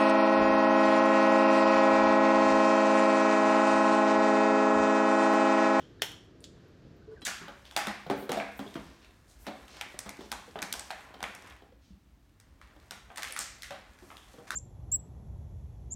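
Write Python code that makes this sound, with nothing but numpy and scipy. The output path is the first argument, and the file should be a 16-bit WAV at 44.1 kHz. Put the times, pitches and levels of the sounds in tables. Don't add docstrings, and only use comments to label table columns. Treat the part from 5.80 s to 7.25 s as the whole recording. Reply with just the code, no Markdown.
import sys
import numpy as np
from scipy import signal
from scipy.fft import rfft, irfft, next_fast_len
from scipy.io import wavfile
from scipy.ndimage import map_coordinates

SR = 44100
rng = np.random.default_rng(int(sys.argv[2]) if len(sys.argv) > 2 else 0)


def generate_wav(sig):
    pcm = np.round(np.clip(np.atleast_2d(sig).T, -1, 1) * 32767).astype(np.int16)
    wavfile.write(sys.argv[1], SR, pcm)


def voltage_ratio(decibels):
    exponent = np.asarray(decibels, float) / 20
    return 10 ** exponent


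N = 63945
LEAD = 8820


def unit(x):
    return x / np.sqrt(np.mean(x ** 2) + 1e-20)


def along(points, hz):
    f, value = np.transpose(points)
    return np.interp(np.log(hz + 1), np.log(f + 1), value)


def filtered(x, response):
    m = next_fast_len(len(x) + SR // 2)
    spectrum = rfft(x, m) * response(np.fft.rfftfreq(m, 1 / SR))
    return irfft(spectrum, m)[:len(x)]


def band(f, low_hz, top_hz):
    return (1j * f / (low_hz + 1j * f) * top_hz / (top_hz + 1j * f)) ** 2


def resonance(f, hz, width_hz):
    return 1j * f * width_hz / (hz * hz - f * f + 1j * f * width_hz)


def silence():
    return np.zeros(N + LEAD)


def seconds(length_s):
    return np.arange(int(SR * length_s)) / SR


def add(track, s, piece):
    part = track[LEAD + round(s * SR):][:len(piece)]
    part += piece[:len(part)]


def wobble(rate):
    knots = rng.standard_normal(int(N * rate / SR) + 4)
    return map_coordinates(knots, [np.arange(N) * rate / SR])


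def drone(spectrum, db, sway_db):
    noise = filtered(rng.standard_normal(N), lambda hz: voltage_ratio(along(spectrum, hz)))
    return voltage_ratio(db + sway_db * wobble(10)) * unit(noise)


# (frequency [Hz], density [dB per Hz])
HUM_SPECTRUM = [(20, -44.5), (40, -5.5), (90, -3), (180, -5), (220, -9.5), (320, -6.5), (450, -11),
                (700, -22), (1500, -120)]
# (frequency [Hz], density [dB per Hz])
HISS_SPECTRUM = [(500, -6.5), (1600, -6), (2200, -12), (4500, -14), (7500, -24.5), (8500, -33),
                 (14500, -35.5), (16000, -52.5)]


def ventilation():
    return drone(HUM_SPECTRUM, -55, 0.97) + drone(HISS_SPECTRUM, -67, 1.0)


# (frequency [Hz], t60 [s])
ROOM_DECAY = [(300, .3), (800, 0.61), (2000, 0.43), (3500, 0.44), (6000, 0.46), (14000, 0.24)]
# (frequency [Hz], level [dB])
ROOM_COLOUR = [(300, -17.5), (1000, 2.5), (2600, 0.5), (3200, 5.5), (3800, 1), (5500, 1.5), (9000, 5),
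               (15000, 8.5)]


def kitchen(x):
    late_db, early_db, early_t60_s, gap_s = -5, -5, 0.078, .004
    hz, t, z = signal.stft(rng.standard_normal((2, SR)), SR, nperseg=128)
    late_level_db = along(ROOM_COLOUR, hz)[:, None] - 60 * t / along(ROOM_DECAY, hz)[:, None]
    late = signal.istft(z[0] * voltage_ratio(late_level_db), SR, nperseg=128)[1]
    early = signal.istft(z[1] * voltage_ratio(-60 * t / early_t60_s), SR, nperseg=128)[1]
    tail = voltage_ratio(late_db) * late / np.linalg.norm(late) + voltage_ratio(early_db) * early / np.linalg.norm(early)
    tail = tail * (1 - np.exp(-(np.arange(len(tail)) / SR / gap_s) ** 2))
    return signal.fftconvolve(x, tail)[:len(x)]


def snaps(times, breaks, modes, low_hz, top_hz):
    send_db, splinter_send_db = -0.5, 6.5
    splinter_t60_s = .005
    knocks, splinters, wall_knocks, wall_splinters = silence(), silence(), silence(), silence()
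    t, click = seconds(.02), np.array([10.])
    for s, (db, splinter_db) in zip(times, breaks):
        add(knocks, s, voltage_ratio(db) * click)
        burst = voltage_ratio(splinter_db + 21.5 - 60 * t / splinter_t60_s) * rng.standard_normal(len(t))
        add(splinters, s, burst)
        blow_s = round(s, ndigits=2)
        add(wall_knocks, blow_s, voltage_ratio(db + send_db) * click)
        add(wall_splinters, blow_s, voltage_ratio(splinter_db + send_db + splinter_send_db) * click)

    def shell(f):
        ring = sum((-1) ** k * voltage_ratio(db) * resonance(f, hz, width) for k, (hz, width, db) in enumerate(modes))
        return ring * band(f, low_hz, top_hz)

    def bright(f):
        return band(f, 5000, 13000)

    direct = filtered(knocks, shell) + filtered(splinters, bright)
    return direct + kitchen(filtered(wall_knocks, shell)) + kitchen(filtered(wall_splinters, bright))


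# (frequency [Hz], width [Hz], level [dB])
LEG_MODES = [(465, 356, 12.5), (972, 310, -0.5), (1224, 250, -4.5), (1900, 580, 10), (3250, 390, 16.5),
             (4386, 170, 9), (5446, 470, 9.5), (7530, 520, 0.5)]
LEG_TIMES = [
    -.07,
    .2184,
    .2195,
    .2200,
    .2206,
    .2222,
    .318,
]
# (knock level [dB], splinter level [dB])
LEG_LEVELS = [(-31.5, -44.5), (-47, -57.5), (-45, -46), (-34.5, -35), (-23.5, -32), (-35, -53.5),
              (-48, -58)]


def leg_snap():
    return snaps(LEG_TIMES, LEG_LEVELS, LEG_MODES, low_hz=250.5, top_hz=9000)


# (time [s], level [dB], frequency [Hz], length [cycles])
TICK_EVENTS = [(.196, -52, 1710, 5.8), (0.196, -60, 3740, 16), (0.2142, -49, 4400, 6.3),
               (0.606, -46.5, 8800, 3), (0.6256, -60, 5000, 2.2), (0.626, -63, 13000, 6),
               (.882, -66.5, 13200, 10.6), (1.166, -61, 14500, 4.5), (1.18, -82, 15500, 23),
               (1.221, -60, 1506, 7.6), (1.4115, -53.5, 9000, 4.8)]


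def ticks():
    out, t = silence(), seconds(.05)
    for s, db, hz, cycles in TICK_EVENTS:
        u = 4 * t * hz / cycles
        envelope = 2 * u ** 2 * np.exp(-u)
        add(out, s, voltage_ratio(db) * envelope * np.sin(2 * np.pi * hz * t))
    return out


# (time [s], length [s], level [dB], centre [Hz])
RUB_EVENTS = [
    (.545, .045, -74, 2200),
    (.425, .04, -82, 9000),
    (1.29, .08, -80, 5000),
    (.632, .01, -68, 4000),
    (1.26, .14, -69, 900),
    (.604, .04, -78, 11000),
    (.3, .06, -74, 12000),
]


def rubs():
    out, t = silence(), seconds(.25)
    for s, length, db, hz in RUB_EVENTS:
        grains = rng.standard_normal(len(t)) * rng.exponential(size=len(t))
        grains = unit(filtered(grains, lambda f: resonance(f, hz, hz) ** 2))
        swell = np.sin(np.pi * np.clip(t / length, 0, 1)) ** 2
        add(out, s, voltage_ratio(db) * grains * swell)
    return out


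# (frequency [Hz], width [Hz], level [dB])
PIECE_MODES = [(1480, 900, -0.5), (3420, 630, 10), (4710, 1300, 7), (7160, 980, 7), (9230, 2600, -5)]
PIECE_TIMES = [
    .6413,
    .6440,
    .6478,
    .652,
]
# (knock level [dB], splinter level [dB])
PIECE_LEVELS = [(-35, -76), (-40, -70), (-44, -72), (-55, -72)]


def piece_snap():
    return snaps(PIECE_TIMES, PIECE_LEVELS, PIECE_MODES, low_hz=2550, top_hz=6000)


# (time [s], length [s], start [Hz], end [Hz])
BUBBLES = [
    (1.276, .04, 415, 445),
    (1.317, .026, 420, 440),
    (1.313, .016, 1480, 1470),
    (1.361, .022, 2050, 1380),
    (1.39, .009, 1600, 1450),
    (1.424, .012, 330, 200),
]
BUBBLE_LEVELS = [-40.5, -40.5, -58, -55, -57, -48]


def glugs():
    glide_s, swell_s, close_s = .014, .003, .003
    fade_db_per_s, flutter_db = 260, 1.8
    out, t = silence(), seconds(.1)
    for (s, length, start_hz, end_hz), db in zip(BUBBLES, BUBBLE_LEVELS):
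        hz = end_hz + (start_hz - end_hz) * np.exp(-t / glide_s)
        shape = (1 - np.exp(-t / swell_s)) * np.exp(-np.maximum(t - length, 0) / close_s)
        level_db = db - fade_db_per_s * t + flutter_db * wobble(144)[:len(t)]
        add(out, s, voltage_ratio(level_db) * shape * np.sin(2 * np.pi * np.cumsum(hz) / SR))
    return out


# (time [s], level [dB])
TRAY_CONTACTS = [
    (1.4160, -60),
    (1.4180, -48),
    (1.4205, -70.5),
    (1.4265, -55.5),
]
# (frequency [Hz], level [dB], t60 [s])
TRAY_MODES = [(1470, -7, .035), (1850, -6, .025), (2250, -7, .03), (3252, -1, .15), (3973, -1, .11),
              (7074, -16, .02)]


def clinks():
    scrape_db, scrape_t60_s = 10, 0.048
    out, scrape, t = silence(), silence(), seconds(.2)
    for s, db in TRAY_CONTACTS:
        ring = np.zeros(len(t))
        for hz, mode_db, t60 in TRAY_MODES:
            struck_db = mode_db + rng.normal(0, 2)
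            ring += voltage_ratio(struck_db - 60 * t / t60) * np.sin(2 * np.pi * hz * t)
        add(out, s, voltage_ratio(db) * ring * (1 - np.exp(-t / 0.0002)))
        grit = voltage_ratio(db + scrape_db - 60 * t / scrape_t60_s) * rng.standard_normal(len(t))
        add(scrape, s, grit)
    return out + filtered(scrape, lambda f: band(f, 630, 4040) * 11000 / (11000 + 1j * f))


def scene():
    shells = leg_snap() + piece_snap()
    hands, cup, tray = ticks(), glugs(), clinks() + rubs()
    close = hands + cup + tray
    room = voltage_ratio(1) * kitchen(hands) + voltage_ratio(-6.5) * kitchen(cup) + kitchen(tray)
    return ((shells + close + room)[LEAD:] + ventilation())[None]


def roll_off(x):
    return signal.sosfilt(signal.butter(12, 16520, fs=SR, output="sos"), x)


def record(dry):
    mix = filtered(dry[0], lambda hz: 1 / (1 + (hz / 15700) ** 60))[None]
    return roll_off(mix)


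dry = scene()
out = record(dry)
generate_wav(out)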